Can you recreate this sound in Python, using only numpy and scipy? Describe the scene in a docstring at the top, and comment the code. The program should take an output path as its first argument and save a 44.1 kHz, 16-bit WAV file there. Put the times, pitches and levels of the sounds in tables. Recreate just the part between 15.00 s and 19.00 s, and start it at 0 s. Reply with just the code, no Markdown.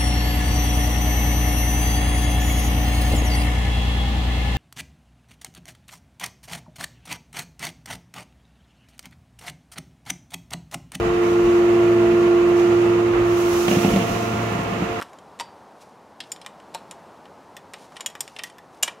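"""A small steel wrench works on a bicycle's front brake, close by, in a garden with steady far traffic.
First it knocks the frame, then the fork; each contact is a dry crack plus the ring of one metal part,
and the yard echoes faintly. A glove and sleeve brush past now and then. After about a second come
scattered clicks on the pivot, bracket and fork crown. Near three seconds the clicks crowd together on
the nut, brake arm, bracket and the wrench itself, and the loudest hits the arm just before the end."""
import sys
import numpy as np
from scipy import signal
from scipy.fft import rfft, irfft, next_fast_len
from scipy.io import wavfile
from scipy.ndimage import map_coordinates

SR = 44100
rng = np.random.default_rng(int(sys.argv[2]) if len(sys.argv) > 2 else 0)


def dump_mix(stems):
    """Bounce the given channels to the path in sys.argv[1] as a 16-bit WAV at rate SR."""
    frames = np.atleast_2d(stems).T  # one column per channel
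    limited = np.clip(frames, -1, 1)  # hard clip at full scale
    pcm = np.round(limited * 32767).astype(np.int16)
    wavfile.write(sys.argv[1], SR, pcm)


N = 176400

# Each touch of the wrench: start_s, thud_db, clack_db, crack_db, fizz_db, part_name, ring_db
CONTACTS = [ (.002, -37, -42.5, -49.5, -64, "frame", -37), (.0135, -53, -41, -45, -53, "frame", -36),
            (.019, -37.5, -43.5, -55, -53, "frame", -30.5), (.025, -55, -37.5, -43, -48.5, "frame", -42),
            (.132, -46.5, -61, -69, -77, "arm", -57), (.187, -70, -54, -56.5, -78, "arm", -56),
            (.3905, -72, -47, -51, -66, "wrench", -57), (.3985, -35.5, -29.5, -38, -54, "fork", -35.5),
            (.404, -36, -60, -38, -58, "fork", -32.5), (.409, -55, -36, -42, -52, "fork", -36),
            (1.2036, -44, -32.5, -41.5, -56, "pivot", -36.5), (1.238, -53, -49, -62, -72, "pivot", -56),
            (1.318, -68, -38.5, -36, -40, "wrench", -27), (1.362, -49, -47.5, -56, -68, "pivot", -56),
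            (1.4151, -52, -49, -48, -67, "pivot", -47), (1.448, -63, -52, -62, -75, "bracket", -54),
            (1.4627, -39.5, -36.5, -39.5, -54, "bracket", -37), (1.601, -53, -54, -61, -82, "bracket", -58),
            (1.7415, -54, -46, -49, -67, "crown", -49), (1.7472, -42, -36.5, -34.5, -47, "crown", -30.5),
            (1.754, -42.5, -51, -56, -63, "crown", -38), (1.777, -57, -52, -64, -70, "crown", -49),
            (1.911, -46.5, -42.5, -39.5, -58, "arm", -40), (2.255, -52, -54, -65, -75, "bracket", -53),
            (2.567, -60, -42, -44, -61, "nut", -42.5), (2.736, -43, -43.5, -42, -54, "wrench", -47),
            (2.740, -43, -37.5, -65, -64, "bracket", -57), (2.921, -48, -57, -64, -76, "bracket", -65),
            (2.959, -54, -58, -59, -72, "bracket", -48), (2.967, -43.5, -39, -44, -64, "bracket", -40),
            (2.999, -40.5, -55, -59, -70, "bracket", -62), (3.007, -39.5, -36, -39, -59, "arm", -33.5),
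            (3.0611, -40.5, -31.5, -28, -35.5, "arm", -23), (3.1, -49, -49, -57, -60, "arm", -49),
            (3.152, -38, -41.5, -47.5, -66, "nut", -46), (3.2063, -41, -34, -29, -34.5, "wrench", -23.5),
            (3.278, -49, -42, -50, -67, "wrench", -46), (3.364, -53, -36.5, -49, -65, "nut", -63),
            (3.388, -47, -42, -42.5, -62, "bracket", -54), (3.392, -43, -32.5, -47, -60, "bracket", -34.5),
            (3.42, -61, -56, -76, -78, "bracket", -51), (3.4357, -42.5, -33.5, -32.5, -46, "nut", -32),
            (3.499, -69, -54, -53, -77, "bracket", -50.5), (3.583, -51, -51, -53.5, -75, "nut", -49.5),
            (3.8259, -41.5, -37, -44, -51, "bracket", -43), (3.8276, -38.5, -57, -28, -26, "arm", -21),
            (3.8311, -30.5, -23, -19, -34, "arm", -17), (3.877, -38, -50, -38.5, -56, "bracket", -30),
            (3.8798, -34.5, -32, -36.5, -51, "bracket", -33), ]
# The four bands of a crack (thud, clack, crack, fizz): low_hz, high_hz
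CRACK_BANDS = [(400, 1800), (1750, 4050), (5100, 9880), (10500, 13800)]
# How long each band takes to fade by 60 dB (every fade_s below means the same): fade_s
CRACK_FADES_S = [0.073, 0.038, 0.038, 0.028]
# The tones that each metal part rings with: pitch_hz, level_db, fade_s
PART_TONES = { "arm": [(2890, -11, .06), (3270, -9, .06), (3790, -15, .05), (5840, -14, .05),
              (7035, 0, .042), (7170, -5, .03), (7420, -13, .045), (8540, -11, .03), (11280, -12, .035),
              (14080, -24, .045)], "wrench": [(3400, -12, .04), (4813, -21, .09), (5300, -12, .04),
              (5440, -16, .05), (7080, -2, .033), (7434, -12, .04), (8530, 0, .028), (8800, -11, .025),
              (11200, -19, .04), (11890, -21, .05), (14130, -23, .055)], "nut": [(1810, 0, .07),
              (1900, -4, .1), (2025, -6, .08), (3470, -2, .06), (5700, -9, .05), (12600, -12, .04),
              (13430, -6, .04), (15500, -18, .03)], "bracket": [(1895, -1, .06), (2364, -3, .06),
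              (2690, -5, .04), (2888, -3, .045), (3090, 0, .04), (3560, -7, .04), (5350, -9, .04)],
              "fork": [(540, -14, .08), (800, -12, .06), (935, 0, .085), (1150, -13, .05), (2700, -13, .04),
              (4660, -18, .22)], "crown": [(545, -12, .08), (720, -9, .07), (920, 0, .08), (1140, -13, .05),
              (3940, -8, .05), (4050, -12, .05), (4280, -19, .17)], "pivot": [(1900, -3, .05),
              (3080, -3, .08), (3300, 0, .08), (3550, -2, .07), (4080, -1, .09), (4800, -5, .09),
              (5250, -5, .06)], "frame": [(194, -14, 0.13), (294, -10.5, 0.062), (1138, -2, .06),
              (1250, -10, 0.031), (1380, 4.5, 0.028), (1560, 0, 0.027), (1864, -1.5, 0.049)], }
# Broad resonances of brake and fork that colour every crack: pitch_hz, width_hz, level_db
BODY_RESONANCES = [(313, 180, 2.5), (756, 740, 0), (993, 560, 6), (1770, 290, -0.5), (2368, 640, 0.5),
                   (2890, 550, 1.5), (3740, 1050, 0), (4470, 250, 1.5), (5190, 490, 10), (5670, 1000, -5),
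                   (7200, 1500, 3), (8420, 390, 0), (9660, 170, -7.5), (11230, 190, -9.5),
                   (13200, 600, -19), (14100, 370, -4)]
# Each brush of glove and sleeve: peak_s, half_width_s, level_db
BRUSHES = [(.08, .06, -64.5), (0.822, 0.0078, -53.5), (.85, 0.065, -66), (1.28, 0.036, -62.5),
           (2.82, 0.041, -56), (2.95, .03, -62), (3.32, 0.13, -60.5), (3.47, 0.014, -55), (3.76, .03, -63)]
# The tone colour of rubbing cloth: pitch_hz, level_db
CLOTH_SPECTRUM = [(300, -15), (1500, -3), (3000, -2), (6000, -2), (10000, -7.5), (13000, -16), (16000, -27)]
# How long the yard's echo lasts, from low to high: pitch_hz, fade_s
YARD_FADES = [(300, 0.37), (2000, 0.31), (7000, 0.19), (14000, 0.14)]
# The tone colour of far traffic: pitch_hz, level_db
TRAFFIC_SPECTRUM = [(25, -26), (50, -24.5), (80, -9.5), (120, -9.5), (185, -3), (300, -5), (450, -4),
                    (700, -2.2), (920, -2.2), (1150, -7.5), (1450, -13), (2100, -20.5), (3200, -25),
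                    (5300, -28.5), (10000, -36), (16000, -46.5)]
# The traffic's stereo width, as its side signal against its middle: pitch_hz, side_db
TRAFFIC_WIDTH = [(25, -4), (70, -20), (350, -16), (900, -25), (2500, -16.5), (6000, -41), (15000, -44)]


def wrench_contacts():
    """Every contact of the wrench cracks, rings one part and echoes in the yard."""
    out = np.zeros((2, N + SR))
    t = np.arange(SR // 3) / SR
    colour = body_colour(t)
    for start_s, *levels_db, part, ring_db in CONTACTS:
        click = crack(t, levels_db, colour)
        tone = ring(t, PART_TONES[part], ring_db)
        echo = yard_echo(click + amp(-5) * tone)  # rings reach the yard more weakly than cracks
        start = round(start_s * SR)
        out[:, start:start + len(t)] += click + tone + echo
    return out[:, :N]


def crack(t, levels_db, colour, snap_s=0.00045, snap_gain=3, chatter_s=0.0019):
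    """A blow shakes the whole brake and fork: four bands of noise that die quickly."""
    snap = 1 + snap_gain * np.exp(-t / snap_s)
    fading_s = np.maximum(t - chatter_s, 0)  # the steel chatters on the part before the fade begins
    out = np.zeros(len(t))
    for edges_hz, fade_s, level_db in zip(CRACK_BANDS, CRACK_FADES_S, levels_db):
        band = signal.butter(3, edges_hz, "bandpass", fs=SR, output="sos")
        burst = rng.standard_normal(len(t)) * snap * amp(-60 * fading_s / fade_s)
        coloured = irfft(rfft(burst) * colour, len(t))
        out += amp(level_db) * unit_onset(signal.sosfilt(band, coloured))
    return out


def body_colour(t):
    """Brake and fork favour some pitches: their frequency response, for a sound as long as t."""
    hz = np.fft.rfftfreq(len(t), 1 / SR)
    return sum(amp(level_db) * 1j * hz * width_hz / (pitch_hz ** 2 - hz ** 2 + 1j * hz * width_hz)
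               for pitch_hz, width_hz, level_db in BODY_RESONANCES)


def ring(t, tones, level_db, scatter_db=2, rise_s=0.00057, free_ring_db=-30, blur_cycles=0.9):
    """A struck part rings with its own tones, in a slightly different mix at every blow."""
    pitch_hz, tone_db, fade_s = np.transpose(tones)[:, :, None]
    # A light touch stays pressed on the part and damps it: 50 dB below a free ring, half as long.
    fade_s = fade_s * 2 ** (min(level_db - free_ring_db, 0) / 50)
    gains = amp(tone_db + scatter_db * rng.standard_normal(pitch_hz.shape))
    blur_hz = blur_cycles / fade_s  # the touching tool smears each tone's pitch
    random_walk = np.cumsum(rng.standard_normal((len(pitch_hz), len(t))), axis=1)
    drift = random_walk * np.sqrt(2 * np.pi * blur_hz / SR)
    phase = 2 * np.pi * (pitch_hz * t + rng.random(pitch_hz.shape)) + drift
    waves = gains * np.sin(phase) * amp(-60 * t / fade_s)
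    rise = 1 - np.exp(-t / rise_s)
    return amp(level_db) * unit_onset(waves.sum(0) * rise)


def glove_brushes(rough_db=2.0):
    """Glove and sleeve rub past in soft, grainy swells of noise."""
    t = np.arange(N) / SR
    swells = sum(amp(level_db) * np.exp(-0.5 * ((t - peak_s) / half_width_s) ** 2)
                 for peak_s, half_width_s, level_db in BRUSHES)
    rubbing = noise(CLOTH_SPECTRUM) * amp(rough_db * wobble(250))
    return swells * unit_level(rubbing)


def yard_echo(sound, level_db=-13, side_db=-24, rise_s=0.002):
    """Ground, walls and bushes send back a faint stereo echo whose treble dies first."""
    hz, frame_s, spectra = signal.stft(rng.standard_normal((2, len(sound))), SR, nperseg=256)
    fade = amp(-60 * frame_s / value_at(YARD_FADES, hz)[:, None])
    tails = signal.istft(spectra * fade, SR, nperseg=256)[1]
    t = np.arange(tails.shape[1]) / SR
    tails *= 1 - np.exp(-(t / rise_s) ** 2)
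    tails /= np.linalg.norm(tails[0])
    mid, side = signal.fftconvolve(sound[None], tails, axes=1)[:, :len(sound)]
    return amp(level_db) * (mid + amp(side_db) * np.array([side, -side]))


def far_traffic(level_db=-48, sway_db=0.86, lean_left_db=0.3):
    """Distant traffic makes a steady, gently swaying rush, nearly the same in both ears."""
    mid = noise(TRAFFIC_SPECTRUM)
    side = filtered(noise(TRAFFIC_SPECTRUM), lambda hz: amp(value_at(TRAFFIC_WIDTH, hz)))
    gain = amp(level_db - sway_db * wobble(2.23))
    balance = amp([[lean_left_db], [-lean_left_db]])
    return gain * np.array([mid + side, mid - side]) * balance


def amp(db):
    """Turn decibels into a gain to multiply by."""
    return 10 ** (np.asarray(db) / 20)


def unit_level(sound):
    """Scale a sound to an average (rms) level of 1."""
    return sound / np.sqrt(np.mean(sound ** 2) + 1e-20)


def unit_onset(blow):
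    """Scale a blow so that its first 5 ms have an average (rms) level of 1."""
    return blow / np.sqrt(np.mean(blow[:SR // 200] ** 2) + 1e-20)


def value_at(table, hz):
    """Read between the rows of a (pitch_hz, value) table, on a logarithmic pitch scale."""
    pitches_hz, values = np.transpose(table)
    return np.interp(np.log(hz + 1), np.log(pitches_hz + 1), values)


def filtered(sound, gain_at):
    """Turn each frequency of a sound up or down by gain_at(hz)."""
    size = next_fast_len(N + SR // 2)
    hz = np.fft.rfftfreq(size, 1 / SR)
    return irfft(rfft(sound, size) * gain_at(hz), size)[..., :N]


def noise(spectrum):
    """Noise with the given tone colour and an average level of 1."""
    return unit_level(filtered(rng.standard_normal(N), lambda hz: amp(value_at(spectrum, hz))))


def wobble(points_per_s):
    """A smooth curve through evenly spaced random values."""
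    points = rng.standard_normal(int(N * points_per_s / SR) + 4)
    return map_coordinates(points, [np.arange(N) * points_per_s / SR])


def scene():
    """The work on the brake over the garden's background."""
    return wrench_contacts() + glove_brushes() + far_traffic()


def record(dry, top_hz=15900):
    """Cut away the highest treble, steeply, above top_hz."""
    return filtered(dry, lambda hz: 1 / (1 + (hz / top_hz) ** 120))


dry = scene()
out = record(dry)
dump_mix(out)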